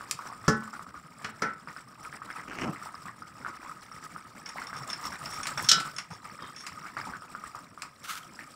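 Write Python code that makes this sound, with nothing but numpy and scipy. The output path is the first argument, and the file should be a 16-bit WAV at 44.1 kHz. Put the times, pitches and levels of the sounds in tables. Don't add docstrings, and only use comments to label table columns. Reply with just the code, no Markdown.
import sys
import numpy as np
from scipy import signal
from scipy.fft import rfft, irfft, next_fast_len
from scipy.io import wavfile

SR = 44100
rng = np.random.default_rng(int(sys.argv[2]) if len(sys.argv) > 2 else 0)


def generate_wav(signal):
    frames = np.transpose(np.atleast_2d(signal))
    scaled = np.clip(frames, -1, 1) * 32767
    pcm = np.round(scaled).astype(np.int16)
    wavfile.write(sys.argv[1], SR, pcm)


N = 377363
T = np.arange(int(0.7 * SR)) / SR
ATTACK_S = 0.0017


def amp(db):
    return 10 ** (np.asarray(db) / 20)


def unit(x):
    return x / np.sqrt(np.mean(x ** 2) + 1e-20)


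def crest(x):
    return x / (np.abs(x).max() + 1e-12)


def along(points, hz):
    f, v = np.transpose(points)
    return np.interp(np.log(hz + 1), np.log(f + 1), v)


def gains(rows, outside=None):
    s, db = np.transpose(rows)
    return amp(np.interp(np.arange(N) / SR, s, db, outside, outside))


def wobble(rate, size=N):
    knots = rng.standard_normal(int(size * rate / SR) + 4)
    return np.interp(np.arange(size) * rate / SR, np.arange(len(knots)), knots)


def colour(x, spectrum, tilt_db=0):
    size = 2 * next_fast_len(len(x) // 2 + 2048)
    hz = np.fft.rfftfreq(size, 1 / SR)
    octaves = np.log2(np.maximum(hz, 1000) / 4000)
    response = amp(along(spectrum, hz) + tilt_db * octaves)
    cepstrum = irfft(np.log(np.maximum(response, 1e-6)))
    cepstrum[1:size // 2] *= 2
    cepstrum[size // 2 + 1:] = 0
    return irfft(rfft(x, size) * np.exp(rfft(cepstrum)))[:len(x)]


def fade(t60, t=T):
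    return np.exp(-np.log(1000) * t / t60)


def held(hold, t60):
    return (1 - np.exp(-T / ATTACK_S)) * fade(t60, np.maximum(T - hold, 0))


def burst(t60):
    return rng.standard_normal(len(T)) * fade(t60)


def add(track, s, sound):
    start = max(round(s * SR), 0)
    track[start:start + len(sound)] += sound[:max(N - start, 0)]


def spurts(rows):
    flow = np.zeros(N)
    for s, db, length in rows:
        add(flow, s, amp(db) * np.sin(np.pi * np.minimum(T / length, 1)))
    return flow


def grains(rate, hz, spread, cycles, uneven_db, size):
    u = rng.random((int(rate * N / SR), 3))
    logistic = np.log(u[:, 1:2] / (1 - u[:, 1:2]))
    pitch = np.minimum(hz * np.exp(spread * logistic), SR / 2)
    turns = pitch * np.arange(size) / SR
    strength = amp(-uneven_db * np.log(u[:, 2:] + 0.02))
    envelope = np.exp(-turns / cycles) * (1 - np.exp(-2 * turns))
    waves = strength * np.sin(2 * np.pi * turns) * envelope
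    places = (u[:, :1] * N).astype(int) + np.arange(size)
    return unit(np.bincount(places.ravel(), waves.ravel(), N)[:N])


def catches(rate, size=N):
    return unit(rng.standard_normal(size) * (rng.random(size) < rate / SR))


WAVER_RATE = 55


def ring(modes, scatter_db, waver=0):
    total = 0
    for hz, db, t60 in modes:
        strength = amp(db + scatter_db * rng.normal())
        turns = hz * T + rng.random() + waver * wobble(WAVER_RATE, size=len(T))
        total = total + strength * fade(t60) * np.sin(2 * np.pi * turns)
    return total


def hollow(x, gain, hz=1255, width_hz=70):
    return x + gain * signal.lfilter(*signal.iirpeak(hz, hz / width_hz, SR), x)


def bubble(hz, cycles, rise):
    turns = hz * T[:SR // 20]
    glide = 1 + rise * np.tanh(turns / 10)
    envelope = np.exp(-turns / cycles) * (1 - np.exp(-0.7 * turns))
    return np.sin(2 * np.pi * turns * glide) * envelope


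PLOP_CYCLES, PLOP_RISE = 1.79, 0.092
# (time [s], relative level [dB], pitch [Hz], following splutter level [dB])
PLOPS = [(0.009, -27.5, 1270, -65), (0.19, -28, 1070, -47), (0.209, -31, 1200, -53),
         (0.255, -29.5, 1110, -45), (0.301, -31.5, 1040, -51), (0.326, -32, 1140, -56),
         (0.441, -31.5, 1250, -45.5), (0.622, -31.5, 1050, -49), (0.677, -32.5, 1130, -57.5),
         (0.731, -31, 1180, -41), (0.794, -27, 1180, -51), (0.866, -34, 1190, -51), (0.942, -33, 1140, -47),
         (1.674, -28.5, 1270, -43.5), (1.764, -29, 1370, -46), (2.127, -31, 1610, -50.5),
         (2.218, -29.5, 1160, -51), (2.303, -24, 1540, -51.5), (2.359, -33.5, 1190, -41),
         (2.396, -35.5, 1200, -75), (2.513, -27.5, 1430, -43.5), (2.76, -33.5, 1900, -49),
         (2.859, -31, 880, -59), (2.889, -35, 1170, -65), (2.943, -29.5, 1120, -56),
         (3.055, -31, 1120, -44), (3.083, -31, 1710, -79), (3.221, -30, 1240, -63),
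         (3.448, -26, 1380, -46.5), (3.463, -23, 1300, -46.5), (3.631, -33, 1110, -45),
         (3.695, -34.5, 1270, -74), (3.915, -33.5, 1190, -78), (4.162, -28, 1274, -78),
         (4.558, -32.5, 764, -40.5), (4.583, -27, 1940, -46), (4.618, -27, 1350, -46),
         (4.73, -25, 1260, -39.5), (5.079, -33, 1030, -68), (5.121, -28, 1530, -40.5),
         (5.402, -27.5, 1270, -55), (5.486, -28, 1295, -41), (5.575, -21, 1400, -36.5),
         (5.857, -30.5, 1190, -50.5), (6.39, -37, 1200, -45.5), (6.423, -32, 1095, -44),
         (6.853, -31, 1290, -51), (6.863, -32, 1330, -43), (6.968, -22, 1335, -36),
         (7.07, -30.5, 860, -42.5), (7.123, -31.5, 1140, -45.5), (7.136, -28.5, 1440, -56),
         (7.221, -34, 1260, -63), (7.35, -24.5, 1300, -55), (7.438, -30, 1180, -48),
         (7.548, -28.5, 1130, -44.5), (7.776, -32, 1190, -53.5), (7.832, -29, 1150, -52.5),
         (8.391, -28.5, 1730, -48.5)]
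# (frequency [Hz], gain [dB])
MUFFLING = [(300, 9), (900, 0.5), (2100, 1.5), (3000, 6.5), (8000, -39)]


def plops():
    out = np.zeros(N)
    for (s, db, hz, _), (lag, detune, life) in zip(PLOPS, rng.random((len(PLOPS), 3))):
        large = crest(bubble(hz, PLOP_CYCLES * (0.5 + life), PLOP_RISE))
        follower = crest(bubble(hz * 2 ** (detune - 0.5), PLOP_CYCLES, PLOP_RISE))
        add(out, s, amp(db - 2.5) * large)
        add(out, s + 0.003995 + 0.016 * lag, amp(db - 10.5) * follower)
    return hollow(colour(out, MUFFLING), gain=0.39)


SPLUTTER_HOLD_S, SPLUTTER_T60_S = 0.037, 0.092
# (frequency [Hz], relative level [dB])
SAUCE = [(100, -25.5), (700, -8.5), (1200, -3), (1500, -5.5), (2250, 0), (3000, -8), (5000, -7),
         (8000, -69)]


def splutter(blips):
    surge, sound = np.zeros(N), np.zeros(N)
    shape = held(SPLUTTER_HOLD_S, SPLUTTER_T60_S)[:SR // 4]
    puffs = colour(blips, SAUCE)
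    uppers = rng.random(len(PLOPS))
    starts = rng.integers(N - len(shape), size=len(PLOPS))
    for (s, _, hz, db), upper, start in zip(PLOPS, uppers, starts):
        puff = puffs[start:start + len(shape)]
        lower_peak = hollow(puff, 1.1, hz, 240)
        hole = hollow(lower_peak, 1.6, hz * (1.193 + 0.51 * upper), 100)
        add(surge, s, amp(db) * shape)
        add(sound, s, amp(db) * shape * unit(hole))
    return surge, sound


# (time [s], level [dB])
BOIL = [(0, -49), (1.08, -58.5), (1.26, -46), (1.38, -53.5), (1.9, -54.5), (2.2, -46), (2.45, -51),
        (2.75, -50), (3.25, -55), (3.55, -46), (3.87, -53), (4.85, -45.5), (5.65, -45.5), (6.05, -52.5),
        (6.5, -49.5), (7.13, -49.5), (7.95, -59), (8.22, -49), (8.56, -58.5)]
# (time [s], level [dB])
SIZZLE = [(0, -61.5), (1.1, -65.5), (2.3, -63), (4.1, -64), (5.6, -58), (6.2, -65), (8.56, -61)]
# (frequency [Hz], relative level [dB])
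FIZZ = [(1800, 1), (3000, -3), (4300, -5.5), (5500, 1.5), (6300, -15.5), (7700, -5.5), (9200, -8),
        (10300, -14), (13400, -14), (15000, -11.5)]
# (frequency [Hz], relative level [dB])
DEEP = [(20, -40), (60, -12.5), (135, -3.5), (290, -4.5), (400, -11.5), (700, -12), (2500, -100)]
CHURN_DB = -55


def simmer():
    clumps = wobble(36)
    boil = gains(BOIL) * amp(2.64 * clumps)
    small = grains(rate=420, hz=1350, spread=0.18, cycles=3.8, uneven_db=2.2, size=500)
    small = small + 0.45 * rng.standard_normal(N)
    surge, sputter = splutter(small + 0.5 * rng.standard_normal(N))
    bubbling = np.hypot(boil, surge)
    body = unit(hollow(colour(small, SAUCE), gain=2.3))

    tiny = grains(rate=1100, hz=7770, spread=0.128, cycles=11.7, uneven_db=5.0, size=200)
    tiny = tiny + rng.standard_normal(N)
    flicker = amp(1.76 * clumps + 2.97 * wobble(130))
    fizz = unit(colour(tiny * flicker, FIZZ) * bubbling ** 0.55)

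    gulps = grains(rate=45, hz=177.8, spread=0.249, cycles=2.5, uneven_db=1.5, size=3000)
    churn = unit(colour(rng.standard_normal(N), DEEP)) + 0.92 * unit(colour(gulps, DEEP))
    deep = unit(churn * amp(2.6 * wobble(30)) * bubbling ** 0.5)
    return boil * body + amp(-2.0) * sputter + amp(8.5) * gains(SIZZLE) * fizz + amp(CHURN_DB) * deep


# (time [s], snap peak [dB], treble tilt [dB/octave], rattle relative to snap [dB])
SNAPS = [(0.1113, -12, 8, -20), (1.246, -24.5, -3.5, -2.5), (5.456, -24.5, -1.5, -4),
         (5.47, -17.5, 5, -7.5), (5.626, -19, 19, -15), (5.8, -26.5, 4, 2.5), (6.666, -29, 4, -0.5),
         (7.821, -20, 4.5, -18)]
# (frequency [Hz], relative level [dB])
SNAP_SPECTRUM = [(150, -54.5), (700, -5), (1250, 5), (2500, 2.5), (3600, -9.5), (5200, -3), (6200, -14.5),
                 (7200, -8), (15500, -38)]


def snaps():
    out = np.zeros(N)
    for s, db, tilt_db, rattle_db in SNAPS:
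        click = signal.unit_impulse(len(T)) + 0.17 * burst(0.027)
        snap = crest(colour(click, SNAP_SPECTRUM, tilt_db))
        rattle = crest(colour(burst(0.1), SNAP_SPECTRUM, tilt_db))
        add(out, s, amp(db) * (snap + amp(rattle_db) * rattle))
    return out


# (mean frequency [Hz], mean level [dB], t60 [s])
DISH = [(3480, -5.5, 0.017), (5420, 5.5, 0.02), (5590, -3.5, 0.024), (6260, -8, 0.012), (6560, -9, 0.034),
        (8940, -10.5, 0.023), (10660, -14, 0.016)]
DISH_DETUNE = 0.015


def dish():
    modes = [(hz * (1 + DISH_DETUNE * rng.normal()), db, t60) for hz, db, t60 in DISH]
    return ring(modes, scatter_db=6)


# (time [s], peak level [dB])
PEAS = [(4.4604, -27.5), (4.49, -32), (4.67, -31.5), (4.901, -26.5), (4.931, -21), (5.258, -28.5),
        (5.432, -23.5), (5.577, -24), (5.645, -27), (5.964, -27.5), (5.9842, -21.5), (6.563, -34.5)]
# (time [s], level [dB], length [s])
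ROLL = [(4.73, -48, 0.079), (4.888, -40, 0.037), (5.031, -43.5, 0.055), (5.298, -43.5, 0.092),
        (5.6, -44, 0.13), (6.093, -49, 0.067), (6.555, -49.5, 0.09)]
# (time [s], level [dB], length [s])
GRAZE = [(6.39, -55, .12)]
# (lower [Hz], upper [Hz])
GRAZE_HZ = (3180, 3660)


def chickpeas():
    out = np.zeros(N)
    for s, db in PEAS:
        tap = crest(dish()) + 0.29 * crest(colour(burst(0.071), SNAP_SPECTRUM))
        tap = crest(tap * (1 - np.exp(-T / ATTACK_S)))
        add(out, s - ATTACK_S / 2, amp(db) * tap)
    rings = sum(signal.fftconvolve(catches(110), dish())[:N] for _ in range(6))
    rolling = unit(rings) + 0.45 * unit(colour(catches(500), SNAP_SPECTRUM))
    graze = unit(sum(signal.lfilter(*signal.iirpeak(hz, 40, SR), catches(900)) for hz in GRAZE_HZ))
    return out + spurts(ROLL) * rolling + spurts(GRAZE) * graze


# (time [s], level [dB], length [s])
LANDING = [(4.69, -50, 0.23), (5.19, -51, 0.13), (5.56, -46, 0.12), (5.75, -43, 0.088), (6.1, -43.5, 0.041),
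           (6.96, -53, 0.12)]


def landings():
    plips = grains(rate=260, hz=1100, spread=0.18, cycles=2.5, uneven_db=2, size=600)
    thumps = grains(rate=60, hz=162.0, spread=0.15, cycles=3.6, uneven_db=3.5, size=4000)
    return spurts(LANDING) * (plips + amp(2.0) * unit(colour(thumps, DEEP)))


# (time [s], level over the first 50 ms [dB],
# relative thud [dB], relative clank [dB], relative shudder of the contents [dB], share of free ring length)
BLOWS = [(0.48, -21, -3.5, -24.5, -19, 0.85), (1.244, -44.5, -9.5, -10, -3, 1),
         (1.42, -28.5, -24.5, -34, -10, 0.66), (5.6872, -20.5, -43, -0.5, -17.5, 1),
         (5.714, -19.5, -39.5, -10.5, -17.5, 0.81)]
# (frequency [Hz], relative level [dB])
POT = [(108, -5), (138, -3), (220.5, 4), (260, -3), (301, 0), (435, 4), (576, -10), (835, -5), (1103, -6),
       (1310, -8), (1355, -4), (1497, -3), (1724, 1), (1885, -8), (1960, -7), (2990, -5), (3273, -3),
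       (3558, -7), (3806, -5), (3840, -5), (4086, 1), (4178, -2), (5090, 0), (5276, 0), (5367, 0),
       (5462, 0), (6663, -1)]
# (frequency [Hz], t60 [s])
POT_RING = [(140, 0.28), (220, 0.64), (280, 0.24), (1450, 0.47), (3100, 0.31), (6600, .16)]
# (frequency [Hz], relative level [dB])
THUD = [(30, -56.5), (110, 3), (480, -8.5), (680, -19), (1300, -5), (2300, -26), (4400, -29), (5100, -14),
        (15000, -49.5)]
# (frequency [Hz], relative level [dB])
CLANK = [(700, -35), (1300, -15), (2600, -13), (3500, -2), (4600, -3.5), (5350, 4.5), (9500, -19),
         (15500, -33.5)]
# (frequency [Hz], relative level [dB])
SHUDDER = [(25, -30), (140, 1), (700, -6), (2000, 0), (3200, -24.5), (9000, -45)]
WAVER = 0.04


def blows():
    out = np.zeros(N)
    for s, db, thud_db, clank_db, shudder_db, share in BLOWS:
        contact = [(150, thud_db + 2.5), (1000, thud_db), (1350, 0.015),
                   (1720, max(thud_db, clank_db - 10.5) - 1.0), (3000, clank_db - 2.0)]
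        modes = [(hz, level + along(contact, hz), share * along(POT_RING, hz)) for hz, level in POT]
        tone = ring(modes, scatter_db=0.5, waver=WAVER)
        thud_noise = burst(0.066) + amp(-12.0) * burst(0.15)
        thud = amp(thud_db + 19) * crest(colour(thud_noise, THUD))
        shaking = unit(colour(rng.standard_normal(len(T)), SHUDDER))
        shudder = amp(shudder_db) * shaking * fade(0.27)
        clank = amp(clank_db + 26.5) * crest(colour(burst(0.052), CLANK))
        swell = 1 - np.exp(-T / (0.00053 + 0.0021 * amp(clank_db)))
        blow = (tone + thud + clank + shudder) * swell
        add(out, s, amp(db) * blow / np.std(blow[:SR // 20]))
    return out


# (time [s], length [s], rumble level [dB], rasp level [dB])
SCUFF = [(2.475, 0.088, -47.5, -48), (2.567, 0.01, -42, -44), (2.581, 0.003, -50, -37),
         (2.609, 0.033, -36.5, -38.5), (2.642, 0.05, -32, -50)]
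# (frequency [Hz], relative level [dB])
RUMBLE = [(40, -31), (130, 2), (310, 1.5), (620, -13), (1280, -8.5), (2400, -56)]
# (frequency [Hz], relative level [dB])
RASP = [(400, -4), (1400, -2.5), (2300, -2), (2900, -4), (3700, -25), (5600, -14), (12000, -40)]
SCUFF_RELEASE_S = 0.2


def scuff():
    out = np.zeros(N)
    for s, length, rumble_db, rasp_db in SCUFF:
        rumble = unit(colour(rng.standard_normal(len(T)), RUMBLE))
        rough = catches(373, size=len(T)) + 0.5 * rng.standard_normal(len(T))
        rasp = unit(colour(rough, RASP))
        jerk = amp(rumble_db) * rumble + amp(rasp_db) * rasp
        add(out, s, held(length, SCUFF_RELEASE_S) * jerk)
    return out


# (time [s], level [dB])
SPLASH = [(8.01, -92), (8.045, -42), (8.07, -46.5), (8.1, -34.5), (8.16, -44.5), (8.178, -37.5), (8.2, -54),
          (8.29, -64)]
# (frequency [Hz], relative level [dB])
STEAM = [(600, -32), (1050, -13), (1300, 0), (1700, -10.5), (7600, -19), (15500, -26)]


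def splash():
    crackle = rng.standard_normal(N) * amp(2.6 * wobble(700))
    return gains(SPLASH, outside=-120) * unit(colour(crackle, STEAM))


# (frequency [Hz], t60 [s])
ROOM = [(150, 0.26), (1500, 0.28), (15000, 0.1)]


def kitchen(x):
    hz, t, z = signal.stft(rng.standard_normal(SR // 2), SR, nperseg=256)
    damping = fade(along(ROOM, hz)[:, None], t)
    tail = signal.istft(z * damping, SR, nperseg=256)[1]
    response = np.pad(tail / np.linalg.norm(tail), (SR // 200, 0))
    return signal.fftconvolve(x, response)[:N]


def scene():
    small = plops() + snaps() + chickpeas()
    knocks = blows()
    bed = simmer() + landings()
    room = kitchen(amp(-8.0) * small + amp(-7) * knocks)
    mid = small + knocks + bed + scuff() + splash() + room
    blow_treble = colour(knocks, [(2300, -73), (4800, -31.5), (8000, -22)])
    side = kitchen(amp(-31.5) * (bed + small) + blow_treble)
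    return np.array([mid + side, mid - side])


TOP_HZ = 15700


def record(dry):
    size = next_fast_len(N + SR // 2)
    passed = np.fft.rfftfreq(size, 1 / SR) < TOP_HZ
    return irfft(rfft(dry, size) * passed, size)[:, :N]


dry = scene()
out = record(dry)
generate_wav(out)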